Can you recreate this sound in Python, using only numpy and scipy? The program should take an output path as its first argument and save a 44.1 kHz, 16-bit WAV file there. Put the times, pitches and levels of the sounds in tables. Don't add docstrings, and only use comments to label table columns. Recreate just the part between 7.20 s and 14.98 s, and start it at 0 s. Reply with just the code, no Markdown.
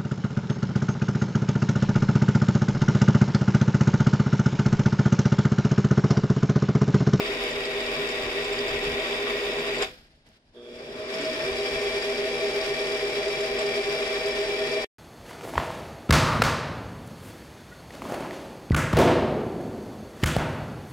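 import sys
import numpy as np
from scipy import signal
from scipy.fft import rfft, irfft, next_fast_len
from scipy.io import wavfile
from scipy.ndimage import uniform_filter1d, minimum_filter1d, map_coordinates

SR = 44100
rng = np.random.default_rng(int(sys.argv[2]) if len(sys.argv) > 2 else 0)


def gain_from_decibels(decibels):
    exponent = np.asarray(decibels, float) / 20
    return 10 ** exponent


def wrap_up_sound(samples):
    columns = np.atleast_2d(samples).T
    tamed = np.clip(columns, -1, 1)
    steps = np.round(tamed * 32767).astype(np.int16)
    wavfile.write(sys.argv[1], SR, steps)


N = 343253
T = np.arange(N) / SR
WAY = (T > 3).astype(int)
BRAKE, START = 2.635, 3.337
SHAFT_HZ, BALL_HZ = 38.883, 100.485
LOOSE = 0.62


def unit(x):
    return x / np.sqrt(np.mean(x ** 2) + 1e-20)


def along(points, hz):
    f, v = np.transpose(points)
    return np.interp(np.log(hz + 1), np.log(f + 1), v)


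def wobble(rate, size=N):
    knots = rng.standard_normal(int(size * rate / SR) + 4)
    return map_coordinates(knots, [np.arange(size) * rate / SR])


def filtered(x, response):
    m = next_fast_len(N + 8192)
    return irfft(rfft(x, m) * response(np.fft.rfftfreq(m, 1 / SR)), m)[..., :N]


def swell(s, rise_s, fall_s):
    return np.exp(-np.where(T < s, ((T - s) / rise_s) ** 2, (T - s) / fall_s))


def put(track, s, sound):
    track[round(s * SR):][:len(sound)] += sound


def motion():
    # time in seconds, share of full speed.
    run_up = [
        (3.36, .03),
        (3.7, .34),
        (4.03, .68),
        (4.27, .95),
        (4.36, .99),
        (4.5, 1),
    ]
    speed = np.where(WAY, np.interp(T, *np.transpose(run_up)), 1)
    run = np.cumsum(speed) / SR
    return speed, np.where(WAY, run - run[-1], run)


def case(hz, way):
    # frequency in Hz, width in Hz, forward lift in dB, reverse lift in dB.
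    modes = [(145, 8.4, 19.5, 22), (244.7, 39, 9.5, 12), (405, 26, 4, 10.5), (524, 32, 4, 6.5),
             (642.5, 21, 9, 12.5), (767, 19, 10, 9), (864, 22, -2.5, 8.5), (1022, 29, 7.5, 7),
             (1148, 16, 7, 10), (1827, 13, 4.5, 11.5), (1933, 7.6, 12.5, 9.5), (2196, 33, 11, 8),
             (2350, 35, 6.5, 14), (2530, 250, 6, 3.5), (4570, 75, 10.5, 11.5), (5400, 59, -7, -11.5),
             (3337, 56, -3, 8.5), (3550, 160, -1, 4.5), (3843, 28, 9.5, 12), (4817, 93, 11, 13.5),
             (5174, 63, 13, 16), (5470, 110, -16, 11.5), (6980, 230, 6.5, 1.5), (8290, 350, 5.5, 5.5),
             (10500, 700, 4, 6.5), (11770, 690, 8, 5), (5930, 190, -1, -4), (13870, 1400, 3.5, 4)]
    power = 1
    for mode_hz, width_hz, *lift_db in modes:
        power = power + gain_from_decibels(2 * lift_db[way]) / (1 + (2 * (hz - mode_hz) / width_hz) ** 2)
    return np.sqrt(power)


def hum(level_db=0.0, fizz_db=-58.5):
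    mains_hz = 120.08
    # multiple of the mains line, forward level in dB, reverse level in dB.
    harmonics = [(1, -63, -69), (2, -49, -51), (3, -49, -50), (4, -42, -42), (5, -48, -46), (8, -60, -62)]
    stall_db = [-6, -6, -1, -8, -12, -19]
    slow = 1 - motion()[0]
    buzz = np.zeros(N)
    for (k, *db), stall in zip(harmonics, stall_db):
        buzz += gain_from_decibels(np.array(db)[WAY] + stall * slow) * np.cos(2 * np.pi * (k * mains_hz * T + rng.random()))
    buzz *= np.sqrt(2) * gain_from_decibels(level_db + 0.41 * wobble(9.6) + 0.66 * slow * wobble(23.0))
    chops = rng.standard_normal(N) * (1 + .5 * np.cos(2 * np.pi * mains_hz * T))
    plates = lambda hz: 1 / (1 + ((hz - 3450) / 210) ** 4) + .35 / (1 + ((hz - 1300) / 600) ** 4)
    fizz = unit(filtered(chops, plates))
    switched_on = np.clip((T - START) / 0.034, 0, 1)
    switched_off = gain_from_decibels(-60 * np.maximum(T - BRAKE, 0) / 0.062)
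    return np.where(WAY, switched_on, switched_off) * (buzz + gain_from_decibels(fizz_db) * fizz)


def lines(unsteady_db=.5, level_db=-.5, weakest_db=-65):
    # multiple of the part's rate, forward level in dB, reverse level in dB.
    shaft = [(1, -52, -55), (10, -45, -42), (20, -51, -46), (60, -55, -48), (63, -70, -55), (79, -64, -60),
             (86, -68, -56), (88, -64, -63), (99, -70, -63), (119, -70, -64), (133, -70, -63),
             (139, -70, -64), (140, -70, -64), (142, -70, -64), (91, -53, -62), (92, -56, -69),
             (94, -58, -68), (96, -59, -72), (100, -68, -55), (101, -70, -57), (115, -69, -60),
             (118, -69, -60), (124, -68, -60), (127, -67, -57), (128, -70, -62)]
    balls = [(4, -39, -36), (5, -49, -49), (6, -52, -58), (7, -60, -69), (18, -60, -62), (19, -58, -62),
             (23, -55, -59)]
    cage = [(18, -55, -52), (19, -52, -56), (20, -58, -60), (22, -53, -64), (23, -48, -52), (25, -51, -58),
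            (26, -53, -60), (27, -56, -66)]
    gear = [(3, -36, -34), (4, -49, -60)]
    rotor = [(24, -64, -58), (49, -54, -63), (50, -56, -67), (66, -58, -54), (81, -58, -56), (83, -59, -59),
             (85, -55, -55), (86, -57, -54), (105, -49, -56), (106, -51, -41), (107, -60, -48),
             (108, -57, -47), (109, -53, -46)]
    # frequency at full speed in Hz, forward level in dB,
    # reverse level in dB.
    drive_lines = [(148.6, -60, -64), (226.7, -57, -65), (343.3, -55, -56), (364.9, -65, -57), (370.9, -59, -56),
                   (395.55, -54, -53), (396.9, -50, -60), (408.9, -52, -70), (403.7, -70, -51), (406.8, -54, -52),
                   (412.8, -50, -60), (478.6, -61, -51), (629, -50, -47), (664, -57, -60), (858.4, -54, -55),
                   (1010.9, -61, -65), (1022.9, -66, -58), (1791.6, -61, -59), (1849.9, -57, -67),
                   (1900.1, -50, -59), (1928.8, -55, -61), (2037.2, -57, -57), (2065.3, -65, -52),
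                   (2202.2, -61, -59), (2270.8, -61, -52), (2338, -70, -48), (2368.7, -63, -54),
                   (2475.2, -70, -55), (2885.9, -56, -65), (2612.5, -56, -59), (2770.8, -60, -69),
                   (2536.2, -62, -59), (2193.3, -55, -58),
                   (234.5, -59, -70), (462.5, -70, -58), (515, -58, -56), (547, -70, -59), (706, -62, -70),
                 (752.1, -61, -70), (783.6, -70, -63), (963, -64, -70), (1058.7, -70, -64),
                 (1320.8, -63, -70), (1411.6, -70, -63), (1435.2, -64, -70), (1794.6, -61, -70),
                 (1812.5, -62, -70), (1880.6, -70, -63), (2124.8, -62, -62), (2173.7, -70, -61),
                 (2309.7, -70, -51), (2340, -57, -70), (2447.8, -61, -70), (2455.3, -60, -70),
                 (2748.1, -70, -64), (2871.3, -63, -70), (3110.5, -64, -70), (3172.6, -70, -64),
                 (3362.2, -62, -61), (3661.2, -63, -70), (3810.4, -63, -70)]
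    angles = {"balls": (.075, -.03), "gear": (.097, -.076), "shaft": (-.041, .031), "rotor": (.09, .21)}
    cage_hz, gear_hz, rotor_hz = 14.3, 136.78, 5.982
    gear_slip_hz = .044
    gear_warms_db_per_s = 2.2
    warms_db_per_s = 0.28
    radiates_hz = 265

    speed, turning = motion()
    turning = turning + 0.0043 * (1 - speed) * wobble(30)
    grid = np.arange(6000.) + 1
    lift = case(grid, way=1) / (1 + (radiates_hz / grid) ** 4)
    sway = [gain_from_decibels(unsteady_db * wobble(3.36) + 3.3 * (1 - speed) * wobble(20)) for _ in range(3)]
    parts = [(shaft, SHAFT_HZ, 0, "shaft"), (balls, BALL_HZ, 0, "balls"), (cage, BALL_HZ, cage_hz, 0),
             (gear, gear_hz, 0, "gear"), (rotor, rotor_hz, 0, "rotor"), (drive_lines, 1, 0, 0)]
    out = np.zeros(N)
    for way, running in enumerate((T < BRAKE + .15, T > START)):
        first = np.argmax(running)
        on = slice(first, first + running.sum())
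        for table, base, offset, name in parts:
            for i, row in enumerate(table):
                if row[1 + way] <= weakest_db:
                    continue
                is_gear = name == "gear"
                hz = row[0] * (base - gear_slip_hz * way * is_gear) + offset
                start = row[0] * angles[name][way] if name else rng.random()
                gain = gain_from_decibels(row[1 + way]) * lift[(hz * speed[on]).astype(int)] / lift[int(hz)]
                if is_gear and not way:
                    gain = gain * gain_from_decibels(gear_warms_db_per_s * (T[on] - 1.6))
                out[on] += gain * sway[i % len(sway)][on] * np.cos(2 * np.pi * (hz * turning[on] + start))
    stop = gain_from_decibels(-60 * np.maximum(T - BRAKE, 0) / 0.11)
    warming_db = warms_db_per_s * (T - np.where(WAY, 6, 1.3))
    return np.sqrt(2) * gain_from_decibels(level_db + warming_db) * out * np.where(WAY, speed ** 2.7, stop)


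def effort():
    # drone, body, whine and hiss in dB.
    full_db = [
        (-45, -43.5, -33.5, -50),
        (-46, -44.5, -34.5, -48),
    ]
    # time in seconds, jump in dB.
    jolts = [
        (2.08, 4),
        (2.624, 4),
        (3.606, 5),
        (3.942, 1.5),
        (4.208, 3.5),
        (6.39, 5),
    ]
    column = lambda values: np.array(values)[:, None]
    grows = column((0.78, 2, 1.25, 0.96))
    coast_db_per_s = column((169, 190, 194, 150))
    jolt_share = column((.3, 1.6, 0.57, 0.21))
    slack_db, catch_s = column((5, 7.5)), 3.97
    hiss_late_db = 8

    speed = motion()[0]
    jolt_db = sum(db * swell(s, rise_s=0.016, fall_s=0.017) for s, db in jolts)
    rising_db = grows * 20 * np.log10(np.minimum(speed / LOOSE, 1))
    rising_db[2:] -= slack_db * WAY * np.clip((catch_s - T) / 0.12, 0, 1)
    rising_db[3] -= hiss_late_db * (1 - speed) * (T > catch_s)
    falling_db = coast_db_per_s * np.maximum(T - BRAKE, 0) * (1 - WAY)
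    return np.transpose(full_db)[:, WAY] + rising_db - falling_db + jolt_share * jolt_db


def rattle():
    # frequency in Hz, density in dB per Hz.
    forward = [(88, -65), (150, -27.5), (314, -10.5), (404, -5), (550, -14.5), (631, -9.5), (708, -17.5),
               (1270, -17), (2270, -16), (3690, -15.5), (4220, -26.5), (5030, -27.5), (5990, -36.5),
               (11800, -54), (15500, -53)]
    reverse = [(88, -68), (150, -29), (314, -14.5), (404, -8), (550, -15), (631, -9), (708, -19.5),
               (930, -21), (1600, -17.5), (2360, -18), (2920, -17.5), (5030, -28.5), (5990, -34),
               (10500, -49.5), (15500, -57.5)]
    cover_hz = 6000
    whine_in_s, whine_late_db = 3, 7
    drone_db, body_db, mid_db, hiss_db = effort()
    turning = motion()[1]
    beat = lambda hz, shift: np.cos(2 * np.pi * (hz * turning + shift))
    under = lambda hz, edge_hz: 1 / (1 + (hz / edge_hz) ** 8)
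    clatter = beat(13.3, .15) + .6 * beat(6.6, .1) + 1.2 * wobble(25) + 1.6 * wobble(200)
    spin = 0.75 * beat(SHAFT_HZ, 0.11) + 0.75 * beat(2 * SHAFT_HZ, .3)
    late_db = whine_late_db * WAY * np.clip((whine_in_s - T) / 0.066, 0, 1)
    noise = rng.standard_normal((2, N))
    out = np.zeros((2, N))
    for way, spectrum in enumerate((forward, reverse)):
        shaken = filtered(noise, lambda hz: gain_from_decibels(along(spectrum, hz)) * case(hz, way))
        drone = filtered(shaken, lambda hz: under(hz, 762))
        body = filtered(shaken, lambda hz: under(hz, 1795) - under(hz, 738))
        whine = filtered(shaken, lambda hz: under(hz, 4570) - under(hz, 1690))
        cover = filtered(shaken, lambda hz: under(hz, cover_hz) - under(hz, 4650))
        hiss = filtered(shaken, lambda hz: 1 - under(hz, cover_hz))
        ball_db = (1.6, .3)[way] * beat(BALL_HZ, 0)
        part = drone / np.std(body) * gain_from_decibels(drone_db + 0.8 * wobble(14))
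        part += unit(body) * gain_from_decibels(body_db + .5 * clatter)
        part += unit(whine) * gain_from_decibels(mid_db - 5.0 - late_db + .5 * clatter + ball_db)
        part += cover / np.std(whine) * gain_from_decibels(mid_db - 4.5 + 0.55 * clatter + spin)
        part += unit(hiss) * gain_from_decibels(hiss_db - 0.5 + .5 * clatter + spin)
        out += (WAY == way) * part
    return out * np.interp(T, [2.68, 2.76, START, START + 0.024], [1, 0, 0, 1])


def bench_rumble():
    # frequency in Hz, density in dB per Hz.
    bench = [(8.8, -32), (15, -4), (48, -3.5), (64, -3), (113, -11), (152, -6), (198, -21), (231, 3),
             (300, -3), (390, -33), (660, -120)]
    # time in seconds, lift over the rumble in dB (negative
    bumps = [(.24, 2.5), (.68, 6), (1.06, 8), (1.4, 8), (1.53, 18.5), (1.68, 17), (2.39, 0), (2.64, 6),
             (2.82, 2), (2.98, -1), (3.11, 4), (3.2, -6), (3.55, 8), (3.8, 7), (3.93, -2), (4.3, 6),
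             (4.55, 7), (4.72, 5), (4.89, -3), (5.72, 6)]
    on_db, off_db, settle_s, sway_db, bump_s = -55, -65.5, 0.46, 1, 0.053
    noise = rng.standard_normal((2, N))
    thrum = unit(filtered(noise, lambda hz: gain_from_decibels(along(bench, hz)) * (hz < 200)))
    settling = swell(BRAKE, 1e6, settle_s / 2)
    running = np.where(WAY, np.minimum(motion()[0] / LOOSE, 1), settling)
    bumps_db = sum(db * np.exp(-((T - s) / bump_s) ** 2) for s, db in bumps)
    return thrum * gain_from_decibels(off_db + (on_db - off_db) * running + bumps_db + sway_db * wobble(9.1))


def cover_knocks():
    # time in seconds, peak in dB, ring in dB.
    roller_knocks = [(0.3083, -30, -6.5), (0.4, -32, -22), (0.453, -28, -10), (0.6024, -32.5, -6),
                     (0.8884, -30, -5), (1.032, -30, -8.5), (1.244, -29.5, -8), (1.328, -31, -3.5),
                     (1.48, -30.5, -5.5), (1.7974, -38, -3), (2.154, -43.5, -19), (2.3943, -33, -6),
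                     (2.5464, -33.5, -4), (2.5816, -29, -6), (3.589, -36, -27), (3.9394, -30, -10),
                     (4.0107, -35.5, 0), (4.047, -22.5, -21), (4.0976, -28, -22), (4.7493, -45, -13),
                     (5.409, -25, -30), (5.8344, -31, -17), (6.39, -34, 2.5), (6.46, -25, -17),
                     (6.9404, -31, -12), (7.5374, -30.5, -16),
                     (0.061, -28, -17), (0.203, -31.5, -18), (0.6615, -30.5, -16), (0.7372, -31, -15),
                  (0.912, -27, -16), (1.1827, -41.5, -14), (1.202, -37, -14), (1.3875, -27, -14),
                  (1.6262, -37, -12.5), (1.8243, -37, -15), (1.9098, -30.5, -14), (2.464, -36, -15),
                  (2.5052, -34, -12), (3.551, -43, -17), (3.698, -42, -15), (4.365, -31, -12),
                  (4.4713, -41, -14), (4.564, -34.5, -16), (4.8227, -27, -14), (4.9731, -25.5, -21),
                  (5.2077, -30, -15), (5.2689, -27.5, -15), (5.3423, -36, -13), (5.6895, -33, -16),
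                  (5.7185, -30, -13), (5.7964, -32, -12), (5.9693, -29, -16.5), (6.0814, -30.5, -9),
                  (6.1408, -30.5, -12.5), (6.2053, -32, -4), (6.559, -28, -14), (6.6109, -31.5, -14),
                  (6.8417, -35.5, -15), (7.0618, -30.5, -9), (7.1284, -35, -11.5), (7.203, -31, -10),
                  (7.227, -31.5, -11), (7.2963, -38, -19), (7.515, -26, -14.5)]
    ring_hz, ring_spread_hz = 7300, 150
    t = np.arange(SR // 3) / SR
    blip = (1 - np.exp(-t / 0.001)) * (gain_from_decibels(-60 * t / 0.021) + gain_from_decibels(-3.0 - 60 * t / 0.091))
    rings, bursts = np.zeros((2, N + SR))
    for s, db, ring_db in roller_knocks:
        hz = ring_hz + ring_spread_hz * rng.standard_normal()
        chance = rng.standard_normal((2, len(t)))
        put(bursts, s, gain_from_decibels(db - 8.5) * blip * chance[0])
        phase = 2 * np.pi * hz * t + .18 * np.cumsum(chance[1])
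        put(rings, s, gain_from_decibels(db + ring_db - 6) * blip * np.sin(phase))
    out = rings[:N]
    for way, (knock_hz, width_hz) in enumerate([(4880, 480), (4980, 350)]):
        peak = lambda hz: 4.7 / (1 + ((hz - knock_hz) / width_hz) ** 4)
        wide = lambda hz: 0.2 * (hz > 1500) / (1 + (hz / 9000) ** 4)
        out = out + filtered(bursts[:N] * (WAY == way), lambda hz: peak(hz) + wide(hz))
    return out


def key_clicks():
    # time in seconds, level in dB, dullness in samples.
    presses = [
        (.2385, -27.5, 2),
        (3.067, -54, 3),
        (3.0735, -51, 6),
        (3.0895, -51, 2),
        (3.118, -56, 4),
    ]
    t = np.arange(SR // 3) / SR
    out = np.zeros(N + SR)
    for s, db, dull in presses:
        snap = uniform_filter1d(rng.standard_normal(len(t)), size=dull)
        put(out, s, gain_from_decibels(db - 60 * t / 0.004) * unit(snap))
    return out[:N]


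def surges():
    # time in seconds, frequency in Hz, level in dB.
    surge_tones = [(3.105, 640, -65), (3.82, 626, -33), (4.03, 287.4, -32.5), (4.09, 632, -26),
                   (4.28, 393, -34), (.79, 150, -40), (1.74, 75, -42), (2.4, 159, -42), (2.73, 506, -52),
                   (3.75, 410, -45), (3.83, 420, -38), (3.91, 396, -33), (3.87, 492, -41), (4.12, 500, -42),
                   (3.95, 476, -38.5), (3.98, 637, -32.5), (4.02, 150, -46), (4.04, 399, -36.5),
                   (4.21, 635, -31), (4.24, 150, -42.5)]
    return sum(gain_from_decibels(db) * np.exp(-((T - s) / 0.033) ** 2) * np.sin(2 * np.pi * hz * T) for s, hz, db in surge_tones)


def brake_clunk():
    # time in seconds, level in dB.
    blows = [
        (2.6207, -28.5),
        (2.6245, -26.5),
        (2.636, -34.5),
        (2.652, -44.5),
        (2.69, -62),
    ]
    # frequency in Hz, level in dB, time to fall by 90 dB in seconds.
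    shell = [(543, -31, 0.14), (761, -8, 0.2), (1520, -18.5, 0.2), (2550, -31, 0.3), (3330, -18.5, 0.19),
             (3540, -7.5, 0.18), (5000, -4.5, 0.098), (7330, -5.5, 0.055), (9700, -41, 0.19),
             (9916, -41, 0.07)]
    t = np.arange(SR // 3) / SR
    rings, bursts = np.zeros((2, N + SR))
    for s, db in blows:
        for hz, level, fall_90_s in shell:
            decay = gain_from_decibels(level + rng.normal(0, 2.3) - 90 * t / fall_90_s)
            put(rings, s, gain_from_decibels(db) * decay * np.sin(2 * np.pi * hz * t))
        put(bursts, s, gain_from_decibels(db + 5.0 - 60 * t / 0.087) * rng.standard_normal(len(t)))
    crash = filtered(bursts[:N], lambda hz: 1 / (1 + (hz / 5000) ** 3) / (1 + (400 / (hz + 1)) ** 3))
    return rings[:N] + crash


def resting_room():
    # frequency in Hz, density in dB per Hz.
    quiet = [(88, -33), (150, -15), (221, 3.5), (509, -6), (643, -4.5), (1130, -16.5), (1660, -12),
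             (4140, -15), (5100, -12), (5700, -22.5), (7130, -27), (11000, -30.5), (15500, -33.5)]
    # start in seconds, length in seconds, low level in dB, high
    # level in dB.
    strokes = [
        (3.042, 0.082, -68, -71),
        (3.105, 0.085, -77, -70),
        (3.252, 0.064, -82, -79),
        (3.322, 0.082, -62, -70),
    ]
    still_db, echo_db, echo_db_per_s = (-68, -74.5), (-54.5, -52), (106, 91)
    stroke_edge_s = 0.022
    noise = rng.standard_normal((2, 2, N))
    low = unit(filtered(noise[0], lambda hz: gain_from_decibels(along(quiet, hz)) * (hz < 1200)))
    high = unit(filtered(noise[1], lambda hz: gain_from_decibels(along(quiet, hz)) * (hz >= 1200))) * gain_from_decibels(wobble(69))
    since = np.maximum(T - 2.7, 0)
    out = np.zeros((2, N))
    for k, layer in enumerate((low, high)):
        level = gain_from_decibels(still_db[k]) + gain_from_decibels(echo_db[k] - echo_db_per_s[k] * since)
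        for s, length, *db in strokes:
            level = level + gain_from_decibels(db[k]) * np.clip(np.minimum(T - s, s + length - T) / stroke_edge_s, 0, 1)
        out += layer * level
    return out * np.interp(T, [2.66, 2.72], [0, 1])


def ports(common, apart):
    # frequency in Hz, side share.
    lean = [(100, .03), (400, -.04), (630, .06), (780, .22), (950, .18), (1150, .37), (1400, .48),
            (1650, .8), (1850, .4), (2200, .3), (2330, .6), (2500, -.1), (2700, .23), (2950, -.2),
            (3200, -.9), (3600, -.7), (3850, -.2), (4200, -.2), (4600, .34), (4850, .45), (5150, .14),
            (5450, -.4), (6600, -.7), (8300, -.8), (9500, -.13), (11000, -.27), (13000, -.08)]
    lead = [(100, .03), (400, .12), (480, 0), (630, -.16), (780, .24), (950, .33), (1400, .42), (1650, 0),
            (1850, .17), (2200, .14), (2330, -.5), (2500, -.3), (2700, .34), (2950, .15), (3300, -.1),
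            (3850, -.22), (4200, -.08), (4600, -.4), (4850, -.4), (5150, -.12), (6000, .04), (13000, 0)]
    # frequency in Hz, side share.
    scatter = [(500, 0), (1000, .3), (1600, .55), (15000, .6)]
    # frequency in Hz, level in dB.
    unrelated = [(60, -19), (400, -17), (480, -13), (630, -7), (780, -5.5), (950, -6), (1400, -1),
                 (1650, 4), (1900, -4), (2200, 1), (2330, -2), (2500, 1), (3200, 0), (4200, 0), (5150, -3),
                 (8300, -4), (9500, -1), (15000, 0)]
    knots = rng.standard_normal(300)
    echo = lambda hz: along(scatter, hz) * np.tanh(2 * map_coordinates(knots, [hz / 80]))
    side = filtered(common, lambda hz: along(lean, hz) + 1j * (along(lead, hz) + echo(hz)))
    side = side + filtered(apart, lambda hz: gain_from_decibels(along(unrelated, hz)))
    return np.array([common + side, common - side])


def scene():
    shake = rattle() + bench_rumble() + resting_room()
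    strikes = cover_knocks() + key_clicks() + surges() + brake_clunk()
    return ports(hum() + lines() + strikes + shake[0], shake[1])


def starved(x, uneven_db=1.5, top_uneven_db=3.8, leak_db=-21, exact=.33, floor_db=-33):
    # frequency in Hz, step in dB over the 6-8.6 kHz level.
    coarse = [(1500, -14), (3000, -4), (4500, 0), (8000, 1), (9000, -2), (12000, -2), (13000, -1),
              (14400, 0), (15500, 6)]
    size, lead = 1024, 1024 - 563
    basis = np.cos(np.pi / size * np.outer(np.arange(2 * size) + (size + 1) / 2, np.arange(size) + .5))
    basis = basis * signal.windows.kaiser_bessel_derived(2 * size, 4 * np.pi)[:, None]
    blocks = np.pad(x, ((0, 0), (lead, 2 * size - (N + lead) % size))).reshape(2, -1, size)
    values = np.concatenate([blocks[:, :-1], blocks[:, 1:]], axis=2) @ basis
    hz = (np.arange(size) + .5) * SR / 2 / size

    treble = values[..., (hz > 6000) & (hz < 8600)]
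    level = np.sqrt(np.mean(treble ** 2, axis=(0, 2)) + 1e-20)[:, None]
    level = minimum_filter1d(uniform_filter1d(level, size=3, axis=0), size=3, axis=0)
    frames = rng.random((len(level), 2))
    patches = np.repeat(rng.standard_normal((len(level), size // 16)), 16, axis=1) * (hz > 12000)
    step_db = along(coarse, hz) + uneven_db * 2 * (frames[:, :1] - .3) + top_uneven_db * patches
    step = level * gain_from_decibels(step_db)
    step = np.maximum(step, gain_from_decibels(floor_db + top_uneven_db * patches) * (hz > 11300))

    snapped = np.sign(values) * step * np.floor(abs(values) / step + .4)
    leak = gain_from_decibels(leak_db) * (frames[:, 1:] > exact) * (hz < 12500)
    error = (snapped - values) * (1 - leak) * (hz > coarse[0][0])
    halves = (error @ basis.T * 2 / size).reshape(2, -1, 2, size)
    first = np.pad(halves[:, :, 0], ((0, 0), (0, 1), (0, 0)))
    second = np.pad(halves[:, :, 1], ((0, 0), (1, 0), (0, 0)))
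    return x + (first + second).reshape(2, -1)[:, lead:lead + N]


def top_cut(x):
    return signal.sosfilt(signal.butter(12, 15680, fs=SR, output="sos"), x)


def record(dry):
    after = np.maximum(T - 7.646, 0)
    gain = gain_from_decibels(-26 * np.minimum(after / .001, 1) - 60 * (after / .034) ** 2)
    tail = dry * (after > 0) * gain_from_decibels(-14 - 30 * (after / .02) ** 3)
    smear = filtered(tail, lambda hz: 1 / (1 + ((hz - 2700) / 1100) ** 6))
    mix = starved(dry * gain + smear)
    return top_cut(mix)


dry = scene()
out = record(dry)
wrap_up_sound(out)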